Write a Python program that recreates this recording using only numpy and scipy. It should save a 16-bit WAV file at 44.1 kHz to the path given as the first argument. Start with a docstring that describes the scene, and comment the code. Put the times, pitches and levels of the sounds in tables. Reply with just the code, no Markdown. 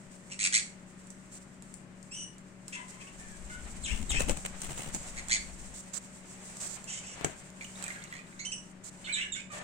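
"""Parrot bathing in a shallow dish

A small parrot wades in a dish on the tiled floor of a hard, humming room, close to the microphone.
Pulsed whistles rasp and gliding ones chirp; one burst of wing strokes is shaped noise with puffs of air.
Claws tick as dying cracks of noise, knocks add low ringing modes, wet feathers rustle in grainy noise.
Water is a lapping wash with ringing bubbles; behind it all lie a wavering fan hum and room noise.
Echoes off tiles and walls follow the calls, ticks, bubbles and knocks."""
import sys
import numpy as np
from scipy import signal
from scipy.fft import rfft, irfft, next_fast_len
from scipy.io import wavfile

SR = 44100
rng = np.random.default_rng(int(sys.argv[2]) if len(sys.argv) > 2 else 0)


def put_to_file(sound):
    """Save the sound as 16-bit audio at rate SR, in the file named by the first command-line argument."""
    columns = np.atleast_2d(sound).T  # one column per channel
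    safe = np.clip(columns, -1, 1)
    whole_steps = np.round(safe * 32767)
    wavfile.write(sys.argv[1], SR, whole_steps.astype(np.int16))


N = 424683

# Every left-right level is left minus right, so positive values lie to the left.

# Rasping calls, close by: (time [s], length [s], first pulse rate [1/s], middle pitch [Hz], level [dB],
# loudest point [0-1], end against crest [dB], hiss against tone [ratio], left-right [dB])
SQUAWKS = [(.3925, .087, 112, 2600, -23.3, .68, -3, 1, 0),
           (.5262, .08, 127, 2280, -19.8, .27, -13, .85, .5),
           (5.2972, .074, 129, 2230, -21, .32, -9, .55, .5), (.301, .044, 97, 2900, -39, .5, -5, 1.4, 0),
           (5.162, .042, 128, 2150, -32, .5, -5, .6, .5), (7.609, .03, 136, 2293, -36, .1, -8, .4, -2.5),
           (8.127, .08, 78, 2210, -40, .1, -8, .7, -6)]
# Colour of the rasps: (frequency [Hz], level [dB])
RASP_SPECTRUM = [(800, -24), (1400, -7), (2200, 1), (3000, -3), (3700, -1), (4450, 2.5), (5050, -4.5),
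                 (5800, 3.5), (6800, 8), (8000, 11.5), (9100, 4), (10100, -13), (11000, -36), (15000, -40)]
FULL_VOICE_DB, BRIGHTNESS_PER_DB = -15, 0.7  # below full voice the overtones sink by this many dB per dB
PULSE_S, BUZZ_DB = 0.0011, -11.5  # half width of a pulse to 1/e; tone between pulses
PULSE_SLOWING = .016  # share by which the mean pulse spacing grows with each pulse
ALTERNATION = .22  # pitch swing between long and short cycles, per unit of hiss


def squawks(start_pitch=.74, end_pitch=0.78, start_db=-10, uneven_db=1.0, jitter=0.1256):
    """The syrinx snaps open in slowing pulses; pitch and level arch with pressure, soft rasps are duller."""
    out = np.zeros((2, N))
    for s, length, rate, hz, db, crest, end_db, hiss, pan_db in SQUAWKS:
        overtones_db = BRIGHTNESS_PER_DB * min(db - FULL_VOICE_DB, 0)
        t = np.arange(-SR // 400, int(length * SR)) / SR
        u = t / length
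        k = np.arange(20)
        when = k / rate * (1 + PULSE_SLOWING * k)
        strength = from_db(uneven_db * rng.standard_normal(20))
        openings = np.exp(-np.square((t - when[:, None]) / PULSE_S))
        pulses = rms_one(from_db(BUZZ_DB) + strength @ openings)
        swell = from_db(np.interp(u, [0, np.clip(crest, .05, .95), 1], [start_db, 0, end_db]))
        pitch = hz * np.interp(u, np.linspace(0, 1, 4), [start_pitch, 1, 1, end_pitch])
        # long and short cycles alternate, which puts bands between the harmonics
        pitch = pitch * (1 + ALTERNATION * hiss * np.sin(np.pi * np.cumsum(pitch) / SR))
        voice = syrinx(pitch, jitter * hiss, overtones_db, hiss)
        add(out, s + t[0], from_db(db) * sides(pan_db) * voice * pulses * swell)
    return colour(out, RASP_SPECTRUM)


# First four harmonics of the syrinx: level [dB]
OVERTONES = [-2.5, -2.5, -7, -47]


def syrinx(pitch_hz, jitter, overtones_db, hiss):
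    """A harmonic whistle whose pitch shakes quickly, with some air noise."""
    size = len(pitch_hz)
    phase = 2 * np.pi * np.cumsum(pitch_hz * (1 + jitter * drift(1800, size))) / SR
    tone = np.zeros(size)
    for k, db in enumerate(OVERTONES):
        tone += from_db(db + overtones_db * (k > 0)) * np.sin((k + 1) * phase)
    return tone + hiss * from_db(overtones_db / 2) * rng.standard_normal(size)


# Chirrups, a falling whistle that breaks hoarsely and clears into a rising note:
# (time [s], fall [s], break [s], note [s], top [Hz], bottom [Hz], note [Hz], fall [dB], break [dB],
# note [dB], overtones [dB], hoarseness of the fall [0-1], left-right [dB])
CHIRRUPS = [(3.833, 0.037, 0.031, 0.027, 4210, 2315, 2702, -33.5, -38, -34, -3.5, 0.15, 6),
            (4.091, 0.036, 0.029, 0.032, 3970, 2324, 2562, -29.5, -32.5, -28.5, -3.5, .16, 6.5),
            (9.042, 0.027, 0.023, .02, 3740, 3350, 2336, -34.5, -36, -30, -20, 0.44, -4.5),
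            (9.123, .031, .053, 0.0272, 4050, 3400, 2830, -24, -33, -27.5, -12.5, 0.06, -2.5),
            (9.319, 0.027, 0.039, 0.026, 3754, 3380, 2463, -32, -39.5, -41.5, -5, 0.06, -4)]
FALL_BEND = .33  # share of the fall done at half time
TAIL_OVERTONES_DB = -4  # break and note against the overtones of the fall
# Nasal whines that hook upwards: (time [s], length [s], pitch [Hz], level [dB], final hoarseness [0-1],
# splitting into strands [0-1], overtones [dB], left-right [dB])
WHINES = [(0.315, 0.012, 2824, -40, .55, .3, 3, 0.5), (2.104, .15, 2930, -43.5, 0.38, .18, 3, 2),
          (2.722, .04, 2750, -38, .9, .5, -7, 4), (3.0, .03, 2550, -46, .8, .5, -5, 4),
          (3.068, .02, 2850, -48, .5, .3, -8, 4), (6.866, 0.135, 3020, -45, 0.8, .5, 3.5, 0),
          (7.02, .14, 2850, -51, 0.7, .45, 3.5, 0), (8.391, 0.028, 2215, -42.5, 0.42, .1, 6, -3),
          (8.448, .028, 3083, -36, 0.1, .3, 1, -3.5), (8.516, .028, 2930, -36, 0.1, .3, 2, -3.5)]
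# Soft, low mutters: (time [s], length [s], start [Hz], end [Hz], level [dB], left-right [dB])
MUTTERS = [(2.74, 0.051, 2300, 1910, -51, 2), (2.753, 0.081, 1008, 1000, -36.5, 8),
           (2.894, 0.21, 1020, 1125, -46.5, 7), (3.177, .21, 1820, 1600, -52, 8),
           (3.492, 0.079, 1442, 1500, -41, 3), (9.226, 0.045, 1817, 1694, -41, -3),
           (9.498, 0.05, 1211, 1144, -36.5, -5), (9.528, 0.12, 579, 618, -31, 3)]
MUTTER_OVERTONES_DB = -14
# Colour of these calls, farther off: (frequency [Hz], level [dB])
VOICE_SPECTRUM = [(700, -18.5), (1300, -6), (2100, 3), (3200, -1), (4700, -8.5), (5900, -1.5), (6600, 2),
                  (7800, 8), (9200, -3.5), (10200, -15), (15000, -87)]


def chirps():
    """Three kinds of whistled call, each with its own pitch shape: chirrups, whines and mutters."""
    out = np.zeros((2, N))
    for (s, fall_s, break_s, note_s, top_hz, bottom_hz, note_hz,
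         fall_db, break_db, note_db, overtones_db, hoarse, pan_db) in CHIRRUPS:
        halfway_hz = top_hz - FALL_BEND * (top_hz - bottom_hz)
        tail_db = overtones_db + TAIL_OVERTONES_DB
        fall = chirp(fall_s, (top_hz, halfway_hz, bottom_hz), overtones_db, (hoarse, hoarse),
                     onset_db=-9 * hoarse)
        crack = chirp(break_s, note_hz * np.array((.84, .95)), tail_db, hoarseness=(.95, .75))
        note = chirp(note_s, note_hz * np.array((.95, 1.04)), tail_db, hoarseness=(.4, .24))
        call = np.r_[from_db(fall_db) * fall, from_db(break_db) * crack, from_db(note_db) * note]
        add(out, s, sides(pan_db) * call)
    for s, length, hz, db, hoarse, split, overtones_db, pan_db in WHINES:
        pitches_hz = hz * np.array((.82, 0.98, 1.01, .98))
        whine = chirp(length, pitches_hz, overtones_db, (max(0.5, hoarse), hoarse),
                      onset_db=-0.5, split=split)
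        add(out, s, from_db(db) * sides(pan_db) * whine)
    for s, length, start_hz, end_hz, db, pan_db in MUTTERS:
        mutter = chirp(length, (start_hz, end_hz), MUTTER_OVERTONES_DB, hoarseness=(.6, .42))
        add(out, s, from_db(db) * sides(pan_db) * mutter)
    return colour(out, VOICE_SPECTRUM)


STRAND_HZ, STRAND_SPREAD, WARBLE = 640, .42, .045  # splitting vibration; shares of pitch when fully hoarse


def chirp(length, pitches_hz, overtones_db, hoarseness, onset_db=0, split=1, hoarse_jitter=0.087,
          flutter_db=3):
    """A gliding whistle; when hoarse it warbles, and a slower vibration splits it into strands."""
    u = np.linspace(0, 1, int(length * SR))
    hoarse = np.interp(u, [0, .75], hoarseness)
    # a smooth curve through all the pitches, evenly spaced in time
    count = len(pitches_hz)
    glide = np.polyfit(np.linspace(0, 1, count), pitches_hz, count - 1)
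    pitch = np.polyval(glide, u)
    beat = split * hoarse * np.sin(2 * np.pi * STRAND_HZ * length * u + drift(150, len(u)))
    pitch = pitch * (1 + WARBLE * hoarse * drift(170, len(u)) + STRAND_SPREAD * beat)
    tone = syrinx(pitch, hoarse * hoarse_jitter, overtones_db, hiss=0.91 * hoarse ** 2)
    swell_db = flutter_db * hoarse * drift(226, len(u)) + np.interp(u, [0, .5], [onset_db, 0])
    return tone * signal.windows.tukey(len(u), .25) * from_db(swell_db)


# Wing strokes: (time of crest [s], swish length [s], swish [dB], flutter [dB], air puff [dB])
WINGS = [(3.936, 0.095, -47, -54, -35.5), (4.022, 0.02, -57, -65, -35), (4.108, 0.013, -36, -44.5, -50),
         (4.153, 0.017, -61, -41, -48), (4.202, 0.029, -35, -57, -57), (4.297, 0.031, -38, -33, -25),
         (4.37, 0.0093, -46, -46.5, -62), (4.46, 0.0053, -35, -58, -70), (4.628, 0.044, -42, -47.5, -67),
         (4.71, 0.03, -43.5, -40, -61), (4.794, 0.064, -43.5, -40.5, -58), (4.877, 0.03, -51, -42, -51),
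         (4.955, 0.01, -40.5, -41.5, -49)]
# Air on the microphone: (time [s], level [dB])
DRAUGHT = [(3.05, -64), (3.24, -49), (4.08, -40.5), (4.17, -29), (4.5, -49), (4.62, -45.5), (5.7, -48),
           (5.9, -63)]
# Colours of the swish, of wing feathers flapping, and of air on the microphone: (frequency [Hz], level [dB])
SWISH_SPECTRUM = [(100, -3), (700, -1), (1100, -2.5), (1600, -3.5), (3000, -1), (5000, -12), (7700, 1),
                  (9000, 2.5), (10000, -21), (15500, -15)]
FLUTTER_SPECTRUM = [(60, -19), (150, 9), (300, -0.5), (500, -6.5), (950, -7.5), (1500, -26), (5000, -33)]
AIR_SPECTRUM = [(10, 1.5), (35, -1.5), (70, -2.5), (100, -22.5), (200, -11.5), (400, -30.5), (2000, -55),
                (8000, -88)]
FLUTTER_HZ, FLUTTER_S = 70, 0.018  # mean flapping rate; half width of a flutter to 1/e


def wings(attack_share=0.43, swish_pan_db=2, flutter_pan_db=6, puff_pan_db=13, draught_pan_db=8):
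    """Each stroke swishes through the feathers, makes them flap and puffs air mostly over the left port."""
    swish, flutter, puff = np.zeros((3, 2, N))
    t = np.arange(-SR // 10, SR // 10) / SR
    for s, length, swish_db, flutter_db, puff_db in WINGS:
        width = np.where(t < 0, attack_share * length, length)
        add(swish, s + t[0], from_db(swish_db) / (1 + (t / width) ** 4))
        add(flutter, s + t[0], from_db(flutter_db) * np.exp(-np.square(t / FLUTTER_S)))
        add(puff, s + t[0], from_db(puff_db) / (1 + (t / 0.019) ** 4))
    flap_phase = 2 * np.pi * FLUTTER_HZ * np.arange(N) / SR + 2 * drift(30, N)
    flaps = rms_one(1 + .7 * np.sin(flap_phase))
    grain = from_db(2 * drift(500, N)) * rng.standard_normal((2, N))
    feathers = colour(swish * flaps * grain, SWISH_SPECTRUM)
    body = colour(flutter * flaps * diffuse(), FLUTTER_SPECTRUM)
    push = puff * sides(puff_pan_db) + level(DRAUGHT) * sides(draught_pan_db)
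    air = push * colour(diffuse(), AIR_SPECTRUM)
    return feathers * sides(swish_pan_db) + body * sides(flutter_pan_db) + air


# Claws and beak on the dish, and drops: (time [s], level [dB], left-right [dB])
TICKS = [(1.071, -42, -2), (1.1034, -33, -1), (1.6227, -35.5, 1), (1.7404, -31.5, 7), (2.0283, -38.5, 9),
         (2.382, -39.5, 2), (2.6808, -28, 1), (4.2052, -28, -6), (4.372, -28, 9), (4.618, -22, 2),
         (4.7845, -29, -10), (4.9475, -19.5, -2), (5.2845, -25, -3), (6.569, -28, -1), (6.842, -31, -8),
         (7.502, -39, -1), (7.644, -31, -4), (7.8404, -23, -2), (7.8254, -23, -12), (7.8655, -33, -2),
         (7.8806, -23.5, -8), (8.0394, -31, -17), (8.128, -45, -2)]


def ticks():
    """Claws, beak and drops strike the dish with very short, bright cracks."""
    return contacts(TICKS, FEATHER_SPECTRUM, decay_s=0.001)


# Dull knocks beside the microphone: (time [s], crack level [dB], ring level [dB], left-right [dB])
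KNOCKS = [(4.196, -29, -26, 17), (4.206, -22, -24.5, 1.5), (4.295, -18, -20, 13), (4.309, -27, -28, -2),
          (4.45, -27, -66, 0), (7.211, -41, -30, 19), (7.2444, -24.5, -40, -23), (7.246, -18.5, -17, 32),
          (7.2584, -48, -31, 22)]
# Colour of the cracks: (frequency [Hz], level [dB])
KNOCK_SPECTRUM = [(30, -20), (100, 7.5), (220, -10), (600, 5), (1000, -4.5), (2200, -4), (5000, -17),
                  (7700, 4), (10000, -23), (15500, -48)]


def knocks():
    """Each dull knock is a crack of noise with a low ring."""
    cracks = [(s, db, pan_db) for s, db, _, pan_db in KNOCKS]
    return contacts(cracks, KNOCK_SPECTRUM, decay_s=0.0033) + thuds()


# Low modes that ring in a knock: (frequency [Hz], level [dB], time to fall 60 dB [s])
KNOCK_BODY = [(159, -10, 0.08), (300, -2, 0.022), (540, -8, .022)]


def thuds():
    """Every knock also rings briefly with the same low modes."""
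    out = np.zeros((2, N))
    t = np.arange(SR // 5) / SR
    body = sum(from_db(db - 60 * t / t60) * np.cos(2 * np.pi * hz * t) for hz, db, t60 in KNOCK_BODY)
    for s, _, ring_db, pan_db in KNOCKS:
        add(out, s, from_db(ring_db) * sides(pan_db) * body)
    return out


def contacts(rows, spectrum, decay_s):
    """Each contact is a short crack of noise that dies away exponentially."""
    out = np.zeros((2, N))
    t = np.arange(SR // 20) / SR
    for s, db, pan_db in rows:
        crack = np.exp(-t / decay_s) * rng.standard_normal((2, len(t)))
        add(out, s, from_db(db) * sides(pan_db) * crack)
    return colour(out, spectrum)


# How briskly the bird moves, from perching through flapping to bathing: (time [s], level [dB])
BUSTLE = [(0, -61), (.9, -62), (2.62, -66), (2.72, -57.5), (3.4, -54.5), (3.9, -49.5), (4.45, -51.5),
          (4.95, -45.5), (5.55, -52.5), (6.12, -56.5), (6.62, -49), (7.52, -57), (7.85, -50.5),
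          (8.28, -60.5), (8.8, -63.5), (9.08, -50.5), (9.4, -81)]
# Brief shakes of wet feathers: (time [s], length [s], level [dB], left-right [dB])
SHAKES = [(0.108, 0.065, -61, 8), (1.311, 0.077, -52.5, 4), (2.878, 0.037, -53, 1), (5.734, 0.083, -49, -3),
          (5.931, 0.058, -38, -20), (6.596, 0.092, -42, -5), (6.679, 0.097, -46.5, -36),
          (8.834, 0.068, -47, -5), (9.511, 0.09, -47.5, -2)]
# Colour of the feathers, shared by the ticks: (frequency [Hz], level [dB])
FEATHER_SPECTRUM = [(300, -18), (1500, -11), (3000, -14), (5000, -8.5), (6500, -2), (7700, 4.5),
                    (9000, -0.5), (10000, -20), (15500, -25)]


def rustle(grain_db=1.0, flicker_db=3.0):
    """Wet feathers slide over each other in fine grains as the bird moves, harder in each shake."""
    effort = level(BUSTLE) * from_db(flicker_db * drift(35, N)) * np.ones((2, 1))
    for s, length, db, pan_db in SHAKES:
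        add(effort, s, from_db(db) * sides(pan_db) * signal.windows.tukey(int(length * SR), .3))
    grains = from_db(grain_db * drift(900, N)) * rng.standard_normal((2, N))
    return colour(effort * grains, FEATHER_SPECTRUM)


# The body dips and the water sloshes:
# (time of crest [s], wash level [dB], bubble level [dB], bubbling lasts [s])
SLOSHES = [(7.23, -45.5, -44, .16), (7.82, -55.5, -39, .45), (8.14, -72, -46, .4)]
# Single bubbles that stand out: (time [s], starting pitch [Hz], level [dB])
PLOPS = [(7.252, 1520, -33), (7.263, 2000, -37), (7.61, 2300, -30.5), (7.647, 2870, -32.5),
         (7.757, 3680, -38.5), (7.841, 2440, -35), (7.864, 2330, -32), (7.88, 1850, -28),
         (7.904, 2050, -27), (7.961, 1610, -34), (8.126, 1920, -28), (8.137, 3300, -40),
         (8.19, 2390, -36.5), (8.02, 2100, -37), (8.327, 2080, -44)]
SLOSH_RISE_DB_PER_S, WASH_FALL_DB_PER_S, BUBBLE_FALL_DB_PER_S = 133.5, 131, 19


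def bubbles(per_s=340, spread_db=20, lead_s=.1, lowest_hz=1100, pitch_span=4.1, plop_pan_db=-3):
    """Each slosh frees a dying swarm of small bubbles; others plop on their own."""
    out = np.zeros((2, N))
    for s, _, db, lasting_s in SLOSHES:
        for when, size, weakness, place in rng.random((int(per_s * lasting_s), 4)):
            delay = when * lasting_s - lead_s
            strength = from_db(db + slosh_db(delay, BUBBLE_FALL_DB_PER_S) - spread_db * weakness)
            bubble = ping(lowest_hz * pitch_span ** size)
            add(out, s + delay, strength * sides(8 * (place - .5)) * bubble)
    for s, hz, db in PLOPS:
        add(out, s, from_db(db) * sides(plop_pan_db) * ping(hz))
    return out


BUBBLE_CYCLES = 8.3  # cycles of the starting pitch to die to 1/e
BUBBLE_RISE = 0.095  # phase gained by the end, as a share; the pitch itself rises by twice this share


def ping(hz):
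    """A bubble rings for a few cycles and rises in pitch as it reaches the surface."""
    t = np.arange(SR // 40) / SR
    ring = np.cos(2 * np.pi * hz * t * (1 + BUBBLE_RISE * t / t[-1]))
    return ring * np.exp(-t * hz / BUBBLE_CYCLES)


def slosh_db(t, fall_db_per_s):
    """A slosh swells to its crest at t = 0 and settles at the given rate."""
    return np.minimum(SLOSH_RISE_DB_PER_S * t, -fall_db_per_s * t)


# Colour of the wash: (frequency [Hz], level [dB])
WATER_SPECTRUM = [(100, 1), (250, -18.5), (600, 4.5), (1200, -1), (2200, 0.5), (4500, -11), (10000, -44)]
SCUFF_S, SCUFF_LENGTH_S, SCUFF_DB = 9.51, 0.134, -46  # a soft, dull scuff close by


def water(lap_db=2, under_rustle_db=-4, pan_db=3):
    """A lapping wash of water and air follows the movement and swells in sloshes; the scuff shares it."""
    t = np.arange(N) / SR
    stir = from_db(under_rustle_db) * level(BUSTLE)
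    for s, db, _, _ in SLOSHES:
        stir = stir + from_db(db + slosh_db(t - s, WASH_FALL_DB_PER_S))
    stir = stir * sides(pan_db)
    add(stir, SCUFF_S, from_db(SCUFF_DB) * signal.windows.tukey(int(SCUFF_LENGTH_S * SR), .5))
    return stir * from_db(lap_db * drift(40, N)) * colour(diffuse(), WATER_SPECTRUM)


# Fan hum: (frequency [Hz], level [dB])
HUM = [(58, -98), (117, -65), (187.5, -55.5), (372, -71.5), (563, -70), (620, -72.5)]
# Colour of the steady room noise: (frequency [Hz], level [dB])
ROOM_TONE_SPECTRUM = [(15, -20), (25, -26), (64, -13.5), (86, -24), (103, -20), (154, -5), (186, -8),
                      (219, -8), (573, -22), (1240, -23), (1960, -23), (3540, -36), (3930, -37),
                      (7280, -39), (15000, -61)]
ROOM_TONE_DB = -54.5


def fan(pan_db=4):
    """A hum of partials wavering in level and phase, in the steady noise of the room."""
    t = np.arange(N) / SR
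    hum = np.zeros(N)
    for hz, db in HUM:
        waver = 1 + .2 * drift(9, N)
        hum += from_db(db) * np.sqrt(2) * waver * np.sin(2 * np.pi * hz * t + .7 * drift(9, N))
    room_noise = from_db(ROOM_TONE_DB) * colour(diffuse(), ROOM_TONE_SPECTRUM)
    return (hum + room_noise) * sides(pan_db)


ROOM_T60_S = 0.31  # the tail falls 60 dB in this time


def room(x, wet_db, early_db, early_s):
    """Direct sound, a little later on the left; early echoes off tiles and walls; then the room's tail."""
    t = np.arange(SR) / SR
    early = rng.standard_normal((2, SR)) * np.exp(-t / early_s) * (t > .002)
    tail = rng.standard_normal((2, SR)) * from_db(-60 * t / ROOM_T60_S) * (1 - np.exp(-t / 0.011))
    paths = (from_db(early_db) * rms_one(early) + from_db(wet_db) * rms_one(tail)) / np.sqrt(SR)
    paths[[0, 1], [13, 0]] += 1  # direct path: left 13 samples after right
    paths = paths / np.sqrt(np.sum(paths ** 2) / 2)
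    return signal.fftconvolve(x, paths, axes=1)[:, :N]


# How alike the two channels of surrounding noise are: (frequency [Hz], left-right coherence [0-1])
LIKENESS = [(30, 0.68), (150, 0.88), (600, 0.54), (1400, 0), (2500, 0.03), (15000, 0)]


def diffuse():
    """White stereo noise, alike on both sides only in the lower range."""
    size = 2 * next_fast_len(N // 2 + 1)
    alike = np.clip(at_bins(LIKENESS, size), -1, 1)
    mid, side = rfft(rng.standard_normal((2, size)))
    shared = np.sqrt((1 + alike) / 2) * mid
    opposed = np.sqrt((1 - alike) / 2) * side * [[1], [-1]]
    return irfft(shared + opposed)[:, :N]


def colour(x, spectrum, size=16384):
    """Causal (minimum-phase) filter that keeps the power of white noise."""
    cepstrum = irfft(np.log(rms_one(from_db(at_bins(spectrum, size)))))
    # folding the cepstrum onto positive time makes the filter causal
    cepstrum[1:size // 2] *= 2
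    cepstrum[size // 2 + 1:] = 0
    response = irfft(np.exp(rfft(cepstrum)))[:size // 2]
    return signal.oaconvolve(x, response[None], axes=1)[:, :N]


def at_bins(points, size):
    """A table over log frequency, read at every Fourier bin."""
    hz, value = np.transpose(points)
    return np.interp(np.log(np.fft.rfftfreq(size, 1 / SR) + 1), np.log(hz), value)


def drift(rate_hz, size):
    """Random wander about zero: straight lines between normal draws at the given rate."""
    knots = rng.standard_normal(SR)
    return np.interp(np.arange(size) * rate_hz / SR, np.arange(SR), knots)


def level(curve):
    """Gain in time from (time [s], level [dB]) rows."""
    return from_db(np.interp(np.arange(N) / SR, *np.transpose(curve)))


def add(out, s, sound):
    """Mixes a sound in from time s."""
    start = max(int(s * SR), 0)
    out[:, start:start + sound.shape[-1]] += sound[..., :N - start]


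def sides(pan_db):
    """Left and right gains of constant power."""
    return rms_one(from_db(np.array([[pan_db], [-pan_db]]) / 2))


def rms_one(x):
    """Scales to a root-mean-square of one."""
    return x / np.sqrt(np.mean(x ** 2) + 1e-20)


def from_db(db):
    """Amplitude ratio of a level in dB."""
    return 10 ** (np.asarray(db) / 20)


NEAR_ECHO_DB, NEAR_ECHO_S = -4.5, .009  # early echoes of close sounds: level; decay to 1/e


def scene():
    """Near and farther calls, contacts and movement over the room tone."""
    near = room(squawks(), wet_db=-7.0, early_db=NEAR_ECHO_DB, early_s=NEAR_ECHO_S)
    farther = room(chirps(), wet_db=-1.5, early_db=-3.5, early_s=0.0096)
    dish = room(ticks() + bubbles(), wet_db=-4.0, early_db=NEAR_ECHO_DB, early_s=NEAR_ECHO_S)
    beside_microphone = room(knocks(), wet_db=-10.5, early_db=-11, early_s=NEAR_ECHO_S)
    return near + farther + wings() + dish + beside_microphone + rustle() + water() + fan()


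# The two microphone ports resonate at different pitches: (frequency [Hz], left-right [dB])
PORTS = [(1200, 1.5), (1900, -0.5), (2900, 3.5), (4100, -3.5), (5200, 2.5), (6200, -2.5), (7300, -6),
         (8000, -1.5), (8800, 10.5), (9600, -1), (10800, -2), (15000, 2.5)]
CUTOFF_HZ = 15900


def record(dry):
    """Each microphone port colours its own channel; the top is cut steeply."""
    channels = []
    for k in range(2):
        spectrum = [(hz, 20 * np.log10(sides(db)[k, 0])) for hz, db in PORTS]
        channels.append(colour(dry[[k]], spectrum))
    steep_cut = signal.ellip(10, .3, 70, CUTOFF_HZ, fs=SR, output="sos")
    return signal.sosfilt(steep_cut, np.vstack(channels))


dry = scene()
out = record(dry)
put_to_file(out)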